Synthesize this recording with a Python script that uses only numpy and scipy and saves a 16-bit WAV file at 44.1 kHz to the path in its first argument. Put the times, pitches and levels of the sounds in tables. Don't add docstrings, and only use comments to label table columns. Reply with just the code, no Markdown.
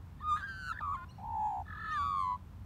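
import sys
import numpy as np
from scipy import signal
from scipy.fft import rfft, irfft, next_fast_len
from scipy.io import wavfile
from scipy.ndimage import uniform_filter1d, map_coordinates

SR = 44100
rng = np.random.default_rng(int(sys.argv[2]) if len(sys.argv) > 2 else 0)


def put_to_file(sound):
    columns = np.atleast_2d(sound).T
    safe = np.clip(columns, -1, 1)
    whole_steps = np.round(safe * 32767)
    wavfile.write(sys.argv[1], SR, whole_steps.astype(np.int16))


N = 116865
T = np.arange(N) / SR


def amp(db):
    return 10 ** (np.asarray(db) / 20)


def unit(x):
    return x / np.sqrt(np.mean(x ** 2) + 1e-20)


def along(points, hz):
    freqs, values = np.transpose(points)
    return np.interp(np.log(hz + 1), np.log(freqs + 1), values)


def curves(rows):
    times, *columns = np.transpose(rows)
    return [np.interp(T, times, c) for c in columns]


def wobble(rate):
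    return map_coordinates(rng.standard_normal(N), [T * rate], order=3, mode="wrap")


def filtered(x, gain):
    m = next_fast_len(N + SR // 2)
    return irfft(rfft(x, m) * gain(np.fft.rfftfreq(m, 1 / SR)), m)[:N]


# (frequency [Hz], relative level [dB])
RUMBLE = [(20, -38.5), (32, -18), (48, -3.5), (65, -3.5), (85, -3), (125, -9.5), (180, -12), (250, -19.5),
          (400, -30), (550, -32.5), (1000, -30), (1400, -35.5), (2000, -41), (3300, -46), (4700, -50),
          (6500, -93)]
HISS = [(4000, -34), (5000, -1), (7000, -4), (9300, -5), (10400, -8.5), (11800, -4), (15500, -6)]
def background():
    rumble = unit(filtered(rng.standard_normal(N), lambda hz: amp(along(RUMBLE, hz))))
    hiss = unit(filtered(rng.standard_normal(N), lambda hz: amp(along(HISS, hz))))
    drone = (1 + .88 * wobble(9.07)) * np.sin(2 * np.pi * 84 * T + wobble(6.1))
    return amp(-50) * rumble + amp(-78) * hiss + amp(-54.5) * unit(drone)


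def tree_echo(x, build_s=.045, decay_s=.5):
    t = T[:SR]
    tail = rng.standard_normal(SR) * amp(-60 * t / decay_s) * (1 - np.exp(-t / build_s))
    return amp(-36) * signal.fftconvolve(x, tail / np.linalg.norm(tail))[:N]


# (time [s], pitch [Hz], level [dB])
FAR_NOTE = [(1.05, 980, -62.5), (1.11, 1015, -64), (1.14, 1054, -63)]
def far_whistle():
    strength, phase, _ = syrinx_side(FAR_NOTE)
    return strength * np.cos(phase)


# (time [s], length [s], start pitch [Hz], end pitch [Hz], level [dB], relative overtone [dB])
CHIRPS = [(1.084, 0.027, 2700, 2945, -62, -4.5), (1.098, 0.033, 3800, 4380, -62.5, -11),
          (1.138, 0.032, 4350, 4420, -74, -20), (1.166, .022, 5200, 5700, -75, -23),
          (1.612, 0.018, 5400, 6160, -78, -14), (1.903, 0.054, 2350, 3324, -56, -5)]
def small_bird():
    out = np.zeros(N)
    for start, length, start_hz, end_hz, db, overtone_db in CHIRPS:
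        progress = np.clip((T - start) / length, 0, 1)
        hz = start_hz + (end_hz - start_hz) * np.sin(progress * np.pi / 2)
        phase = 2 * np.pi * np.cumsum(hz) / SR + .3 * wobble(420)
        tone = np.sin(phase) + amp(overtone_db) * np.sin(2 * phase)
        out += amp(db) * np.sin(np.pi * progress) * tone
    return out


def trill(rows, peak_s, shape, uneven=.2):
    rate, swing_hz, swing_db = curves(rows)
    turn = 2 * np.pi * np.cumsum(rate) / SR
    turn = turn - np.interp(peak_s, T, turn) + uneven * wobble(40)
    swing = np.array([swing_hz * (np.cos(turn) + shape * np.cos(2 * turn)), swing_db * np.cos(turn)])
    return swing * (1 + uneven * wobble(70))


SHAKE_HZ = 515
# (time [s], roughness [0-1])
HOARSENESS = [(.2, .3), (.235, 0.05), (.35, 0.04), (.368, 0.36), (.41, 0.48), (.445, 0.2), (.53, 0.09),
              (.71, 0.13), (.73, 0.3), (.81, 0.4), (.83, 0.08), (1.04, 0.13), (1.19, 0.31), (1.27, 0.07),
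              (1.62, 0), (1.66, 0.42), (1.85, 0.19), (1.91, 0.07), (2.36, 0.08)]
def syrinx_side(rows, swing=(0, 0), fade_s=.0076):
    hz, db = curves(rows)
    hz, db = hz + swing[0], db + swing[1]
    rough, = curves(HOARSENESS)
    fade = np.clip(np.minimum(T - rows[0][0], rows[-1][0] - T) / fade_s + .5, 0, 1)
    strength = amp(db) * np.sin(fade * np.pi / 2) ** 2 * (1 + rough * wobble(SHAKE_HZ))
    phase = 2 * np.pi * np.cumsum(hz) / SR + .51 * rough * wobble(SHAKE_HZ)
    return strength, phase, hz


def syrinx_note(sides, overtones, throat, coupling=0):
    live = np.flatnonzero(sum(abs(s[0]) for s in sides))
    strength, phase, hz = np.transpose(np.array(sides)[:, :, live], axes=(1, 0, 2))
    total = np.sqrt(np.sum(strength ** 2, axis=0) + 1e-14)
    beat = phase[-1] - phase[0]
    gap_hz = abs(hz[-1] - hz[0]) + 1
    overlap = (len(sides) - 1) * 2 * abs(strength[0] * strength[-1]) / total ** 2
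    link = coupling * overlap * np.exp(-.5 * (np.log2(gap_hz / 226) / .91) ** 2)
    link /= 1 + (gap_hz / 410) ** 12
    above = strength[-1] * np.cos(phase[-1] + beat)
    below = .73 * strength[0] * np.cos(phase[0] - beat)
    sound = np.sum(strength * np.cos(phase), axis=0) + link * (above + below)
    k = np.arange(2, 12)[:, None, None]
    multiples = lambda v: np.concatenate([k * v, (k - 1) * v[0] + v[-1]], axis=1)
    shake = k * .13 * np.sqrt(overlap) * wobble(SHAKE_HZ)[live]
    waves = np.cos(multiples(phase) + shake) * (1 + .49 * link * np.cos(beat))
    treble = np.clip((multiples(hz) - 5000) / 600, 0, 1)
    rolloff_db = -2 * np.clip(k - 8, 0, 2)
    balance = np.vstack([abs(strength) / total, 1.3 * overlap])
    colour = amp(along(throat, multiples(hz)) + rolloff_db) * balance
    flutter = total / np.sqrt(abs(uniform_filter1d(total ** 2, SR // 50)) + 1e-14)
    for share, db in zip((1 - treble, treble), curves(overtones)):
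        weight = colour * share
        weight /= np.sqrt(np.sum(weight ** 2, axis=(0, 1)) + 1e-12)
        sound += flutter * amp(db[live]) * np.sum(weight * waves, axis=(0, 1))
    return np.bincount(live, np.sqrt(2) * sound, N)


# (time [s], pitch [Hz], level [dB])
LEAD_IN = [(.188, 1750, -71), (.204, 1863, -63), (.216, 1770, -68), (.23, 1725, -55.5)]
OPENING_LOW = [(0.205, 995, -51), (0.225, 1225, -50), (0.245, 1231, -39.5), (0.265, 1222, -37.5),
               (0.29, 1238, -31.5), (0.31, 1219, -31), (0.325, 1190, -28), (0.343, 1219, -30),
               (0.372, 1250, -38.5), (0.395, 1226, -50), (0.425, 1135, -54.5), (0.46, 1221, -63),
               (0.495, 1370, -55), (0.54, 1328, -57.5), (0.6, 1382, -58.5), (0.675, 1349, -50.5),
               (0.708, 1316, -38.5), (0.724, 1295, -46)]
OPENING_HIGH = [(0.362, 1608, -47), (0.375, 1659, -45.5), (0.395, 1735, -51), (0.412, 1510, -49),
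                (0.44, 1600, -39), (0.46, 1645, -43.5), (0.475, 1563, -46), (0.497, 1591, -40.5),
                (0.535, 1542, -48), (0.6, 1538, -46.5), (0.65, 1486, -45), (0.685, 1504, -42),
                (0.705, 1410, -41), (0.722, 1325, -35)]
# (time [s], mid level [dB], treble level [dB])
OPENING_OVERTONES = [(0.2, -76, -99), (0.258, -67, -92.5), (0.296, -54.5, -66.5), (0.33, -53, -60.5),
                     (0.466, -67.5, -80.5), (0.486, -59.5, -72.5), (0.53, -60.5, -74.5), (0.574, -62, -73),
                     (0.702, -55, -62.5), (0.725, -60, -73)]
# (frequency [Hz], relative level [dB])
THROAT = [(2000, -14), (2500, 2.5), (3000, -6), (3600, 10), (4100, -3), (4650, 1), (5200, -20), (6000, -7),
          (6600, -10), (7250, -1), (7850, -21.5), (8600, -7), (9300, -14), (10200, -24.5), (10900, -16),
          (12000, -21), (13400, -15.5), (15500, -36.5)]
def magpie_opening():
    sides = [syrinx_side(OPENING_LOW), syrinx_side(OPENING_HIGH)]
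    duet = syrinx_note(sides, OPENING_OVERTONES, THROAT, coupling=.35)
    return duet + syrinx_note([syrinx_side(LEAD_IN)], OPENING_OVERTONES, THROAT)


# (time [s], pitch [Hz], level [dB])
CHATTER_LOW = [(.722, 1010, -46.5), (.742, 1035, -69), (.762, 995, -63), (.8, 952, -71), (.81, 918, -40),
               (.815, 830, -54)]
CHATTER_HIGH = [(.724, 1800, -47), (.742, 1498, -50.5), (.758, 1574, -48.5), (.776, 1596, -50.5),
                (.795, 1693, -51), (.812, 1425, -47.5)]
CHATTER_TRILL = [(.724, 73, 118, 3), (.755, 110, 117.6, -1), (.785, 54, 106, 9), (.812, 28, 99.7, 4.5)]
# (time [s], mid level [dB], treble level [dB])
MIDDLE_OVERTONES = [(0.735, -61.5, -76), (0.753, -73.5, -89), (0.821, -65, -88), (0.917, -73.5, -78.5),
                    (0.957, -57.5, -72.5), (0.967, -70.5, -88), (1.045, -68, -92)]
def magpie_chatter():
    swing = trill(CHATTER_TRILL, peak_s=.5, shape=.084)
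    return syrinx_note([syrinx_side(CHATTER_LOW), syrinx_side(CHATTER_HIGH, swing)], MIDDLE_OVERTONES, THROAT)


# (time [s], pitch [Hz], level [dB])
WARBLE = [(.813, 1232, -41.5), (.836, 1193, -36.5), (.866, 1146, -38.5), (.88, 1124, -35.5),
          (.91, 1121, -36), (.937, 1183, -36.5), (.954, 1048, -37.5), (.967, 1073, -42)]
# (time [s], rate [Hz], pitch swing [Hz], level swing [dB])
WARBLE_TRILL = [(.812, 92, 62, 1), (.87, 94, 85, 2), (.91, 86, 30, 2), (.945, 86, 94, 2), (.96, 86, 17, 0)]
# (frequency [Hz], relative level [dB])
LOW_THROAT = [(1700, 5), (2550, -3), (3400, -6.5), (4500, -16.5), (6000, -44), (6900, 6), (7400, -8.5),
              (8100, -18.5), (9000, -11), (10500, -19.5), (15500, -37)]
def magpie_warble():
    swing = trill(WARBLE_TRILL, peak_s=.88, shape=-.36)
    return syrinx_note([syrinx_side(WARBLE, swing)], MIDDLE_OVERTONES, LOW_THROAT)


# (time [s], pitch [Hz], level [dB])
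CHORD_LOW = [(.966, 1061, -50.5), (.99, 1038, -48.5), (1.03, 1030, -48.5), (1.048, 1095, -53.5)]
CHORD_HIGH = [(.966, 1364, -49.5), (.988, 1457, -51.5), (1.0, 1389, -56), (1.035, 1450, -52),
              (1.048, 1408, -53)]
def magpie_chord():
    sides = [syrinx_side(CHORD_LOW), syrinx_side(CHORD_HIGH)]
    return syrinx_note(sides, MIDDLE_OVERTONES, LOW_THROAT, coupling=.31)


# (time [s], pitch [Hz], level [dB])
LOW_NOTE = [(1.182, 766, -50.5), (1.215, 791, -52), (1.245, 890, -43.5), (1.29, 922.5, -42),
            (1.35, 892, -37.5), (1.39, 860, -35), (1.465, 851, -32), (1.5, 832.3, -37), (1.58, 817.4, -38),
            (1.624, 775, -43)]
# (time [s], rate [Hz], pitch swing [Hz], level swing [dB])
LOW_FLUTTER = [(1.182, 60, 70, 3), (1.28, 61.85, 65, -5), (1.39, 65, 45.6, -1.8), (1.48, 63.3, 42, 1.7),
               (1.515, 50, 58, 1), (1.54, 67.5, 75, -1.5), (1.625, 62.8, 88, 2.5)]
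# (time [s], mid level [dB], treble level [dB])
LOW_OVERTONES = [(1.2, -74, -96), (1.296, -85, -105), (1.31, -76, -91.5), (1.464, -65, -73),
                 (1.62, -77, -86)]
def magpie_low_trill():
    swing = trill(LOW_FLUTTER, peak_s=1.41, shape=.33)
    return syrinx_note([syrinx_side(LOW_NOTE, swing)], LOW_OVERTONES, LOW_THROAT)


# (time [s], pitch [Hz], level [dB])
CLOSING_LOW = [(1.665, 1245, -65.5), (1.713, 1258, -55.5), (1.757, 1199, -51.5), (1.805, 1291, -51.5),
               (1.86, 1289, -45), (1.92, 1249, -37), (1.96, 1196, -35.5), (2.005, 1143, -32.5),
               (2.05, 1143, -35), (2.1, 1137, -36.5), (2.15, 1102, -36), (2.2, 1069, -35.5),
               (2.26, 1013, -35.5), (2.325, 996, -34), (2.36, 995, -42.5), (2.372, 1055, -64)]
CLOSING_HIGH = [(1.655, 1755, -68), (1.685, 1708, -56.5), (1.75, 1653, -52.5), (1.797, 1732, -51),
                (1.86, 1711, -44.5), (1.9, 1764, -45.5), (1.93, 1836, -40.5), (1.953, 1755, -44.5),
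                (1.972, 1676, -41), (1.992, 1445, -52), (2.015, 1427, -49.5), (2.04, 1285, -41),
                (2.1, 1229, -39), (2.2, 1163, -36.5), (2.26, 1106, -41), (2.325, 1101, -42),
                (2.365, 1094, -46.5)]
# (time [s], rate [Hz], pitch swing [Hz], level swing [dB])
CLOSING_TRILL = [(1.655, 43.6, 55, 9), (1.78, 43.6, 60, 8), (1.83, 48, 60, 6), (1.87, 50, 45, 3),
                 (1.92, 50, 5, .3), (1.95, 50, 0, 0)]
# (time [s], mid level [dB], treble level [dB])
CLOSING_OVERTONES = [(1.655, -76, -89), (1.701, -71, -93), (1.843, -64, -83), (1.925, -56.5, -72),
                     (1.995, -54, -68.5), (2.149, -60.5, -75.5), (2.205, -57.5, -68), (2.343, -63.5, -82.5),
                     (2.37, -82, -99)]
# (frequency [Hz], relative level [dB])
CLOSING_THROAT = [(2000, 2.5), (2450, -3.5), (3000, -7), (3600, 2.5), (4100, -5.5), (4650, -4.5),
                  (5200, -25), (6000, -16.5), (6700, -7), (7250, -10.5), (7850, -27.5), (8500, -6),
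                  (9100, -13), (10200, -29), (11300, -18), (13700, -21.5), (15500, -27.5)]
def magpie_closing():
    high = syrinx_side(CLOSING_HIGH, trill(CLOSING_TRILL, peak_s=1.751, shape=-.55))
    low = syrinx_side(CLOSING_LOW, .94 * trill(CLOSING_TRILL, peak_s=1.76, shape=-.55))
    return syrinx_note([low, high], CLOSING_OVERTONES, CLOSING_THROAT, coupling=.24)


def scene():
    song = magpie_opening() + magpie_chatter() + magpie_warble()
    song += magpie_chord() + magpie_low_trill() + magpie_closing()
    far_birds = small_bird() + far_whistle()
    echo = tree_echo(song + amp(28.5) * far_birds)
    return (background() + echo + far_birds + song)[None]


def record(dry):
    return filtered(dry[0], lambda hz: hz < 15700)[None]


dry = scene()
out = record(dry)
put_to_file(out)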